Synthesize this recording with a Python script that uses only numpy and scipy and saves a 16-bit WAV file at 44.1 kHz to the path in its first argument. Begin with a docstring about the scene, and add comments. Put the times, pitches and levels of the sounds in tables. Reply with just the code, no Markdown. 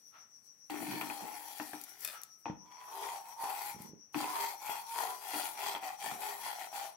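"""A wooden spatula brushes the rim of a nonstick pan, lands with a boom and glides round a thin, crisp flatbread.
Batter fizzes faintly at first; the crust snaps as it lifts, then the blade skitters over the rim and knocks the pan.
Rasping strokes follow to the end: tiny random slips drive hiss, rasp and the pan's ringing modes.
Throughout, a pulsing narrow noise band gives a faint cricket over a soft kitchen rush.
The left microphone faces the pan, the right one is shaded."""
import sys
import numpy as np
from scipy import signal
from scipy.fft import rfft, irfft, next_fast_len
from scipy.io import wavfile
from scipy.ndimage import uniform_filter1d, map_coordinates

SR = 44100
rng = np.random.default_rng(int(sys.argv[2]) if len(sys.argv) > 2 else 0)


def to_wav(sig):
    """Store sig (one row per channel, or 1-D mono) as 16-bit WAV at the path in sys.argv[1].

    Samples outside -1..1 are clipped; the rate is SR.
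    """
    pcm = np.clip(np.atleast_2d(sig), -1, 1) * 32767
    pcm = np.round(pcm).astype(np.int16)
    wavfile.write(sys.argv[1], SR, pcm.T)  # frames by channels


N = 306936

# All levels in the tables are before the mix trims of the layers.
# Pushes and pulls of the blade. Each row: start, fastest moment and end in seconds, rasp in dB,
# hiss and ring in dB relative to the rasp, contact pitch in Hz, its fall in Hz per second.
STROKES = [(1.997, 2.067, 2.17, -54, 2.5, -31, 700, 0), (2.08, 2.12, 2.38, -87, 16, 10, 720, 0),
           (2.606, 2.844, 2.98, -62.5, -11.5, 12.5, 980, 202),
           (2.827, 3.104, 3.22, -50, -3, 11.5, 896, 905), (3.206, 3.314, 3.34, -60.5, -1, 12, 845, 500),
           (3.371, 3.468, 3.58, -49.5, -3.5, 14, 875, 500), (3.45, 3.655, 3.75, -48, -0.5, 7.5, 917, 0),
           (3.767, 3.825, 3.89, -62, 0.5, 7, 916, 0), (4.153, 4.219, 4.34, -44.5, -4.5, 6, 980, 0),
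           (4.257, 4.408, 4.57, -44.5, -3, 9, 952, 1002), (4.592, 4.725, 4.85, -47.5, -3, 8.5, 840, 300.5),
           (4.851, 5.02, 5.19, -44.5, -2.5, 9.5, 864, 998), (5.158, 5.411, 5.54, -44, -2, 5, 787, -200),
           (5.525, 5.688, 5.78, -42.5, -7.5, 5, 790, -200), (5.83, 5.856, 5.96, -48, -4, 10.5, 780, 0),
           (5.997, 6.06, 6.19, -45.5, -4.5, 6, 818, -300), (6.19, 6.25, 6.39, -47, -2.5, 8.5, 820, -400),
           (6.365, 6.489, 6.58, -47, -3.5, 6, 860, 606), (6.57, 6.61, 6.7, -49, -4.5, 6, 720, 500),
           (6.732, 6.772, 6.931, -47, -6, 7.5, 730, -200)]
# The first long glide round the edge of the bread, as a curve.
# Each row: time in seconds, crust hiss in dB, wood rasp in dB, pan ring in dB.
GLIDE = [(0.699, -59, -49, -41), (0.80, -53, -56, -46.5), (0.92, -51.5, -47.5, -46),
         (1.05, -52.5, -52, -44.5), (1.29, -54, -54.5, -43), (1.47, -56, -57, -50.5),
         (1.71, -54.5, -57, -55.5), (1.87, -60.5, -63.5, -67), (1.98, -67, -65.5, -64.5)]
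# Bare wood dragging on metal. Each row: start in seconds, hold in seconds, boom in dB, fade in dB per second.
DRAGS = [(0.697, 0.23, -46.5, 50), (4.146, 0.02, -42.5, 140), (5.33, 0.02, -53.5, 170)]
# The blade strikes or catches on the pan. Each row: time in seconds, ring in dB,
# boom and clack in dB relative to the ring, clack pitch in Hz.
KNOCKS = [(0.698, -42, -3, 2, 2720), (1.0125, -26, -16, 2, 2450), (1.1, -29, -15, 1, 2500),
          (1.599, -26, -9, -3, 1830), (1.733, -28.5, -11, -4, 1720), (2.4565, -25, -12, -8, 2520),
          (2.465, -29, -10, -18, 1400), (2.482, -33, -12, -14, 1400), (2.498, -33, -8, -12, 1400),
          (3.436, -24, -30, -22, 1400), (4.145, -25, -7, -1, 2510), (4.242, -24, -24, -7, 2600),
          (4.695, -24.5, -34, -12, 1400), (5.342, -32, -10, -2, 2500), (5.750, -27, -24, -1, 3290),
          (5.761, -32, -27, -4, 3290), (5.827, -34, -22, -5, 2020), (6.042, -30, -26, -16, 1800),
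          (6.728, -38, -23, -12, 1500)]
# The crust cracks. Each row: time in seconds, tick in dB, crumble in dB.
SNAPS = [(1.585, -22, -47), (1.814, -26, -35), (1.8378, -32, -32), (1.893, -35, -40), (2.007, -29, -35),
         (2.048, -17, -25), (2.075, -24, -33), (2.217, -29, -50), (2.2351, -22, -35), (3.82, -40, -35)]
# Dull bumps of blade and bread. Each row: time in seconds, peak in dB.
BUMPS = [(2.498, -31), (3.746, -45), (3.763, -43), (3.803, -42), (3.895, -48), (3.933, -47)]
# The bread shuffles softly on the pan. Each row: middle in seconds, half length in seconds, level in dB.
SHUFFLES = [(0.92, .09, -55), (1.235, .025, -54), (3.853, .12, -56), (6.12, 0.05, -55)]
# The blade brushes the free rim. Each row: time in seconds, scuff in dB, ring in dB.
BRUSHES = [(0.165, -60, -76), (2.15, -53, -56)]
# The lifted spatula skitters over the rim. Each row: time in seconds, peak in dB.
SKITTERS = [(2.049, -33), (2.061, -42), (2.075, -36), (2.086, -35), (2.099, -39), (2.108, -40)]

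# Ringing modes. Each row: pitch in Hz, level in dB, time to fall 60 dB in seconds.
# The pan's wall, damped by the bread; the last mode is the blunt first flex.
WALL = [(400, -4, 0.14), (452, -5, 0.1), (564, -8.5, 0.06), (690, -5, 0.06), (758, 3, 0.08), (803, 0, 0.13),
        (834, 8, 0.12), (916, 5, 0.19), (996, 1, 0.17), (1075, -6, .06), (882, 0, 0.031)]
# The pan's base, same columns.
BASE = [(150.4, -15, 0.069), (203.6, -11, 0.073), (246, -8.5, 0.13), (301, 0, 0.43)]
# The free rim after a light touch, same columns.
PING = [(1295, 0, 1.1), (1435, -4, .25), (2393, -12, .2)]
# The free spatula, same columns.
SPATULA = [(620, -12, 0.06), (1277, -8, .04), (1720, -2, 0.018), (2486, 3, 0.024), (3590, 0, 0.026),
           (4370, -3, 0.018), (5000, 0, 0.016)]
# A soft push that dies at once, same columns.
PUSH = [(190, 0, .03), (360, -4, .016)]
# Short-lived resonances of blade and rim, and the hollows between them.
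# Each row: centre in Hz, width in Hz, boost or cut in dB.
RIM = [(1200, 130, -5), (1340, 160, 4), (1620, 200, -7), (1830, 130, 3.5), (2470, 200, 4), (3290, 130, 7.5),
       (3750, 300, -4)]

# Noise colours. Each row: frequency in Hz, level in dB.
# Wood rasping on metal.
RASP = [(60, -24), (130, -28), (300, -12), (560, -14.5), (1100, -29.5), (1400, -2.5), (2300, -1.5),
        (2900, -8), (3800, -7), (4400, -3), (5400, -8.5), (7000, -7), (12000, -14.5)]
# Crust hiss and batter fizz, same columns.
HISS = [(2500, -20), (4800, -7), (5800, -17), (6700, -7), (8500, -4), (10700, 0), (12300, 0), (14000, -2.5),
        (15800, -3.5)]
# Cracking crust, same columns.
SNAP = [(700, -38), (2000, -15.5), (3300, -16.5), (6000, -3), (9000, -2.5), (12500, 6), (16000, -7)]
# Shuffling bread, same columns.
BUMP = [(60, -36), (130, 0.5), (220, 5.5), (400, 0), (600, -15.5), (1500, -39), (5000, -79)]
# The blade's clack and coarse grit, same columns.
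CLACK = [(120, -23), (500, -1.5), (900, 4.5), (2600, -3), (3500, -11), (6000, -17.5), (12000, -39)]
# The kitchen's steady rush, same columns.
QUIET = [(25, -15), (110, 11.5), (250, 8.5), (700, 0), (2000, 0.5), (4000, -12), (15000, -5.5)]
# Likeness of the two microphones. Each row: frequency in Hz, correlation from 0 to 1.
ALIKE = [(100, 0.28), (300, 0.54), (800, 0.91), (1400, 0.033), (3100, 0.14), (6800, 0.024)]
# Shading of the right microphone. Each row: frequency in Hz, right minus left in dB.
SHADE = [(100, -5), (380, -6.5), (700, -3), (1000, -1.5), (2400, -3), (4400, -4), (6000, -7), (8100, -14),
         (11000, -23), (15000, -27)]
# The kitchen's echo. Each row: frequency in Hz, time to fall 60 dB in seconds.
KITCHEN = [(150, 0.44), (1000, 0.36), (4000, 0.29), (14000, 0.017)]

TOP_HZ = 15800  # band limit
GLIDE_HZ = 768  # contact pitch of the glide
LIFT_DB_PER_S = 154  # the glide dies away as the blade lifts
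OVERRUN_S = 0.031  # each stroke is stretched by this at both ends, so close neighbours overlap
HISS_LAW, RASP_LAW, RING_LAW = 1.22, 1.99, 1.49  # each layer's amplitude grows as this power of blade speed
DETUNE = .007  # depth of the random pitch wander of the rubbed modes
STEP_S = .002  # spacing of the slow blade controls
DRAG_ATTACK_S = 0.011
BRUSH_RISE_S, BRUSH_FALL_S = 0.03, 0.049
CLACK_T60_S, THUD_T60_S = 0.018, .045


def amp(db):
    """Decibels to gain."""
    return 10 ** (np.asarray(db) / 20)


def unit(pair):
    """A stereo pair scaled so that its middle has rms 1."""
    return pair / np.sqrt(np.mean(pair.mean(0) ** 2) + 1e-20)


def along(points, hz):
    """(Hz, value) points read on a log axis."""
    f, v = np.transpose(points)
    return np.interp(np.log(hz + 1), np.log(f + 1), v)


def wobble(rate):
    """A smooth random curve, rate knots a second."""
    knots = rng.standard_normal(int(N * rate / SR) + 4)
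    return map_coordinates(knots, [np.arange(N) * rate / SR])


def to_samples(control):
    """A slow control, one value a step, drawn out to one value a sample."""
    return np.interp(np.arange(N) / SR, np.arange(len(control)) * STEP_S, control)


def filtered(x, response):
    """x times a response of frequency."""
    m = next_fast_len(N + SR // 2)
    return irfft(rfft(x, m) * response(np.fft.rfftfreq(m, 1 / SR)), m)[..., :N]


def resonance(f, hz, width):
    """Causal response of one mode."""
    return 1j * f * width / (hz * hz - f * f + 1j * f * width)


def blade_colour(f, spectrum):
    """Broad response of wood on metal with the rim's resonances on top."""
    peaks = np.prod([1 + (amp(db) - 1) * resonance(f, hz, width) for hz, width, db in RIM], axis=0)
    return amp(along(spectrum, f)) * peaks


def heard(pair, response):
    """Two unrelated signals, coloured and blended into the open left and shaded right microphone."""
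    turn = lambda f: np.arccos(np.clip(along(ALIKE, f), -1, 1)) / 2
    mid, side = filtered(pair, lambda f: response(f) * np.array([np.cos(turn(f)), np.sin(turn(f))]))
    return filtered(np.array([mid + side, mid - side]), lambda f: amp([0 * f, along(SHADE, f)]))


def slips(rate, spread_db, smooth):
    """Friction: tiny slips of uneven size at random moments, over a share of even rubbing."""
    count = int(rate * N / SR)
    sizes = amp(spread_db * np.clip(rng.standard_normal(count), -2, 2))
    energy = np.bincount(rng.integers(0, N, count), sizes ** 2, N)
    energy = np.abs(uniform_filter1d(energy, size=12))
    return np.sqrt(energy / energy.mean() + smooth ** 2) * rng.standard_normal((2, N))


def shifting(pair, patchy_db):
    """Random patches of time and pitch rise and sink, so the colour keeps shifting."""
    z = signal.stft(pair, nperseg=512)[2]
    field = uniform_filter1d(rng.standard_normal(z.shape[1:]), size=3, axis=0)
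    field = uniform_filter1d(field, size=24, axis=1)
    patches = amp(patchy_db * np.clip(field / field.std(), -2, 2))
    return signal.istft(z * patches, nperseg=512)[1][:, :N]


def bursts(rows, t60):
    """A dying puff of noise for each (s, dB) row."""
    t = np.arange(SR // 4) / SR
    envelope = np.zeros(N + SR)
    for s, db in rows:
        envelope[round(s * SR):][:len(t)] += amp(db - 60 * t / t60)
    return envelope[:N] * rng.standard_normal((2, N))


def struck(rows, modes, rise, right_db):
    """Modes start together after each (s, dB) blow, at new strengths, and die each at its own rate."""
    t = np.arange(SR) / SR
    out = np.zeros(N + SR)
    for s, db in rows:
        chance = rng.standard_normal(len(modes))
        ring = 0
        for (hz, level, t60), a in zip(modes, chance):
            ring = ring + amp(level + 2 * a - 60 * t / t60) * np.sin(2 * np.pi * hz * t)
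        ring *= 1 - np.exp(-t / rise)
        out[round(s * SR):][:len(t)] += amp(db) * ring / np.abs(ring).max()
    return out[:N] * amp([[0], [right_db]])


def rubbed(modes, drive, wander_db, weight=lambda hz: 1):
    """Modes kept ringing by friction, each wandering at random in level, all wavering slightly in pitch."""
    m = next_fast_len(N + SR // 2)
    f, push = np.fft.rfftfreq(m, 1 / SR), rfft(drive, m)
    out = 0
    for hz, db, t60 in modes:
        width = np.log(1000) / (np.pi * t60)
        ring = irfft(push * resonance(f, hz, width) * resonance(f, hz, hz / 2), m)[:, :N]
        # lightly damped modes build up most
        out = out + ring / width * amp(db + wander_db * wobble(6)) * weight(hz)
    clock = np.arange(N) + np.cumsum(DETUNE * wobble(14))
    wavering = np.array([np.interp(clock, np.arange(N), side) for side in out])
    out = heard(wavering, np.ones_like)
    # the stroke's force, not chance, sets the overall strength
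    power = np.abs(uniform_filter1d(out.mean(0) ** 2, size=1400))
    return unit(out / np.sqrt(power + 1e-20))


def room_tone():
    """The faint steady rush of the kitchen: coloured noise."""
    return amp(-77.5) * unit(heard(rng.standard_normal((2, N)), lambda f: amp(along(QUIET, f))))


def cricket(centre_hz=5790, width_hz=600, depth_db=5.0, db=-63):
    """Even chirps of a distant cricket, smeared by the walls into a pulsing narrow band."""
    phase = 2 * np.pi * (np.arange(N) / SR - .075) / .1412  # first peak and period in seconds
    band = lambda f: 1 / (1 + (2 * (f - centre_hz) / width_hz) ** 6)
    song = heard(rng.standard_normal((2, N)), band)
    song = song / np.sqrt(np.abs(uniform_filter1d(song ** 2, size=300)))  # level out the noise
    return amp(db) * unit(song * amp(depth_db * np.cos(phase)) * amp([[0], [-9]]))


def kitchen(x):
    """Hard walls answer with a decaying noise tail, the treble dying first."""
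    hz, t, z = signal.stft(rng.standard_normal((2, SR // 2)), SR, nperseg=256)
    decay = amp(-60 * t / along(KITCHEN, hz)[:, None])
    tail = signal.istft(z * decay, SR, nperseg=256)[1]
    tail = np.pad(tail / np.linalg.norm(tail[0]), ((0, 0), (SR // 200, 0)))  # 5 ms before the answer
    return signal.fftconvolve(x, tail, axes=1)[:, :N]


def sizzle(db=-76, waver_db=4, until_s=2.5):
    """The batter fizzes faintly and waveringly on the hot metal until its edge has been lifted."""
    noise = shifting(rng.standard_normal((2, N)), patchy_db=5)
    fizz = unit(heard(noise, lambda f: amp(along(HISS, f))))
    stuck = np.clip((until_s - np.arange(N) / SR) / .1, 0, 1)
    return amp(db + waver_db * wobble(30)) * fizz * stuck


def rim_brushes():
    """The blade brushes the rim on its way in and out: a soft scuff and a faint ring of the free rim."""
    t = np.arange(N) / SR
    brush = 0
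    for s, db, ring in BRUSHES:
        rise = (np.minimum(t - s, 0) / BRUSH_RISE_S) ** 2
        fall = np.maximum(t - s, 0) / BRUSH_FALL_S
        brush = brush + amp(db) * np.exp(-rise - fall)
    colour = lambda f: resonance(f, 1230, 2300) ** 2 + amp(11.5) * resonance(f, 1325, 67)
    scuff = unit(heard(rng.standard_normal((2, N)), colour))
    touches = [(s, ring) for s, db, ring in BRUSHES]
    return brush * scuff + struck(touches, PING, rise=0.0014, right_db=-33.0)


def bumps(right_db=12):
    """Soft contacts give low, quickly dying pushes amid a loose shuffle, strongest on the right."""
    t = np.arange(N) / SR
    swell = sum(amp(db) * np.exp(-((t - s) / half) ** 4) for s, half, db in SHUFFLES)
    rub = slips(rate=150, spread_db=3, smooth=.4)
    shuffle = unit(heard(rub, lambda f: amp(along(BUMP, f))) * amp([[0], [right_db]]))
    return struck(BUMPS, PUSH, rise=.0006, right_db=3) + amp(-3) * swell * shuffle


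def skitter():
    """Light taps click and ring the spatula itself as it leaves the pan."""
    clicks = heard(bursts(SKITTERS, t60=.006), lambda f: resonance(f, 3800, 4500))
    return amp(1.5) * struck(SKITTERS, SPATULA, rise=.0003, right_db=-3) + amp(0.5) * clicks


def snaps():
    """Crisp crust breaks with a sharp tick and a brief crumble of finer cracks."""
    ticks = bursts([(s, tick) for s, tick, crumble in SNAPS], t60=.002)
    crumbs = bursts([(s, crumble) for s, tick, crumble in SNAPS], t60=.035)
    crumbs = crumbs * amp(4 * wobble(600) - 3)
    return amp(0.5) * heard(ticks + crumbs, lambda f: amp(along(SNAP, f)))


def knocks():
    """Blows clack and ring the wall; the heavy base thuds and swells more slowly, damped by the resting blade."""
    wall = struck([(s, db) for s, db, boom, clack, hz in KNOCKS], WALL, rise=0.0006, right_db=-5)
    damped = [(hz, db, min(t60, .24)) for hz, db, t60 in BASE]
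    pushes = [(s, db + boom) for s, db, boom, clack, hz in KNOCKS]
    base = struck(pushes, damped, rise=0.006, right_db=-9)
    thud = heard(bursts(pushes, t60=THUD_T60_S), lambda f: resonance(f, 380, 700) ** 2)
    tip = 0
    for s, db, boom, clack, hz in KNOCKS:
        tip = tip + struck([(s, db + clack)], [(hz, 0, CLACK_T60_S)], rise=0.000067, right_db=-15)
    hits = [(s, db + clack) for s, db, boom, clack, hz in KNOCKS]
    crack = bursts(hits, t60=0.0064) + amp(-7.5) * bursts(hits, t60=0.13)
    crack = heard(crack, lambda f: blade_colour(f, CLACK))
    return amp(-5) * wall + base + amp(8.5) * thud + amp(-2) * tip + amp(2.5) * crack


def dragging():
    """The bare edge chatters on the metal in coarse grains and the pan's base booms: attack, hold, fade."""
    t = np.arange(N) / SR
    force = 0
    for s, hold, db, fade in DRAGS:
        attack = np.clip((t - s) / DRAG_ATTACK_S, 0, 1)
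        force = force + attack * amp(db - fade * np.maximum(t - s - DRAG_ATTACK_S - hold, 0))
    chatter = slips(rate=110, spread_db=3.5, smooth=.5)
    grit = unit(heard(chatter, lambda f: blade_colour(f, CLACK)))
    boom = rubbed(BASE, slips(rate=110, spread_db=2, smooth=1.0), wander_db=3) * amp(2.5 * wobble(35))
    return (amp([[0], [-2]]) * boom + amp(-11) * grit) * force


def blade_motion():
    """Each stroke speeds up and slows in one arc; speed sets hiss, rasp and ring gains. Also gives contact Hz."""
    t = np.arange(0, N / SR, STEP_S)
    start, fastest, end, rasp_db, hiss_db, ring_db, contact_hz, fall = np.transpose(STROKES)[:, :, None]
    before = (fastest - t) / np.abs(fastest - start + OVERRUN_S)
    after = (t - fastest) / np.abs(end - fastest + OVERRUN_S)
    to_rest = np.maximum(before, after)  # 0 when fastest, 1 at rest
    speed = np.abs(np.cos(np.pi / 2 * np.minimum(to_rest, 1)))
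    strokes = [amp(rasp_db + hiss_db) * speed ** HISS_LAW,
               amp(rasp_db) * speed ** RASP_LAW,
               amp(rasp_db + ring_db) * speed ** RING_LAW]
    s, *glide_db = np.transpose(GLIDE)
    touching = (t >= s[0]) * amp(-LIFT_DB_PER_S * np.maximum(t - s[-1], 0))
    glide = [touching * amp(np.interp(t, s, db)) for db in glide_db]
    hiss, rasp, ring = [np.sqrt(g ** 2 + (k ** 2).sum(0)) for g, k in zip(glide, strokes)]
    # the contact pitch leans to whichever stroke rings loudest
    share = strokes[2] ** 2 / (ring ** 2 + 1e-20)
    centre = GLIDE_HZ + (share * (contact_hz - fall * (t - fastest) - GLIDE_HZ)).sum(0)
    return [to_samples(control) for control in (hiss, rasp, ring, centre)]


def scraping():
    """Crust hiss, wood rasp and ringing wall share one judder; coarse catches are added beside them."""
    hiss_gain, rasp_gain, ring_gain, centre = blade_motion()
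    judder = .7 * wobble(28) + .6 * wobble(80) + .4 * wobble(220)
    hiss = shifting(slips(rate=3000, spread_db=4.5, smooth=1.0), patchy_db=4.5)
    hiss = unit(heard(hiss, lambda f: amp(along(HISS, f))) * amp(1.4 * judder))
    rasp = shifting(slips(rate=1300, spread_db=4, smooth=.5), patchy_db=3.5)
    rasp = unit(heard(rasp, lambda f: blade_colour(f, RASP)) * amp(1.0 * judder))
    catches = slips(rate=170, spread_db=3, smooth=.15)
    grit = unit(heard(shifting(catches, patchy_db=3), lambda f: blade_colour(f, CLACK)))
    rasp = rasp + amp(-6.5) * grit
    # wall modes near the contact pitch ring loudest
    nearness = lambda hz: .3 + np.exp(-((hz - centre) / 75) ** 2)
    drive = catches + slips(rate=410, spread_db=1.5, smooth=0.48)
    wall = rubbed(WALL, drive, wander_db=6.0, weight=nearness) * amp(0.9 * judder)
    return amp(2.0) * hiss * hiss_gain + amp(-2.18) * rasp * rasp_gain + amp(-4.5) * wall * ring_gain


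def scene():
    """Pan and spatula close by, the kitchen around them."""
    contact = knocks() + skitter() + bumps() + snaps() + rim_brushes() + scraping() + dragging() + sizzle()
    return contact + amp(-12) * kitchen(contact) + cricket() + room_tone()


def record(dry, low_hz=80):
    """The small microphones lose the deep bass, and nothing is kept above the band limit."""
    thin = signal.sosfilt(signal.butter(2, low_hz, "highpass", fs=SR, output="sos"), dry)
    return filtered(thin, lambda hz: hz < TOP_HZ)


dry = scene()
out = record(dry)
to_wav(out)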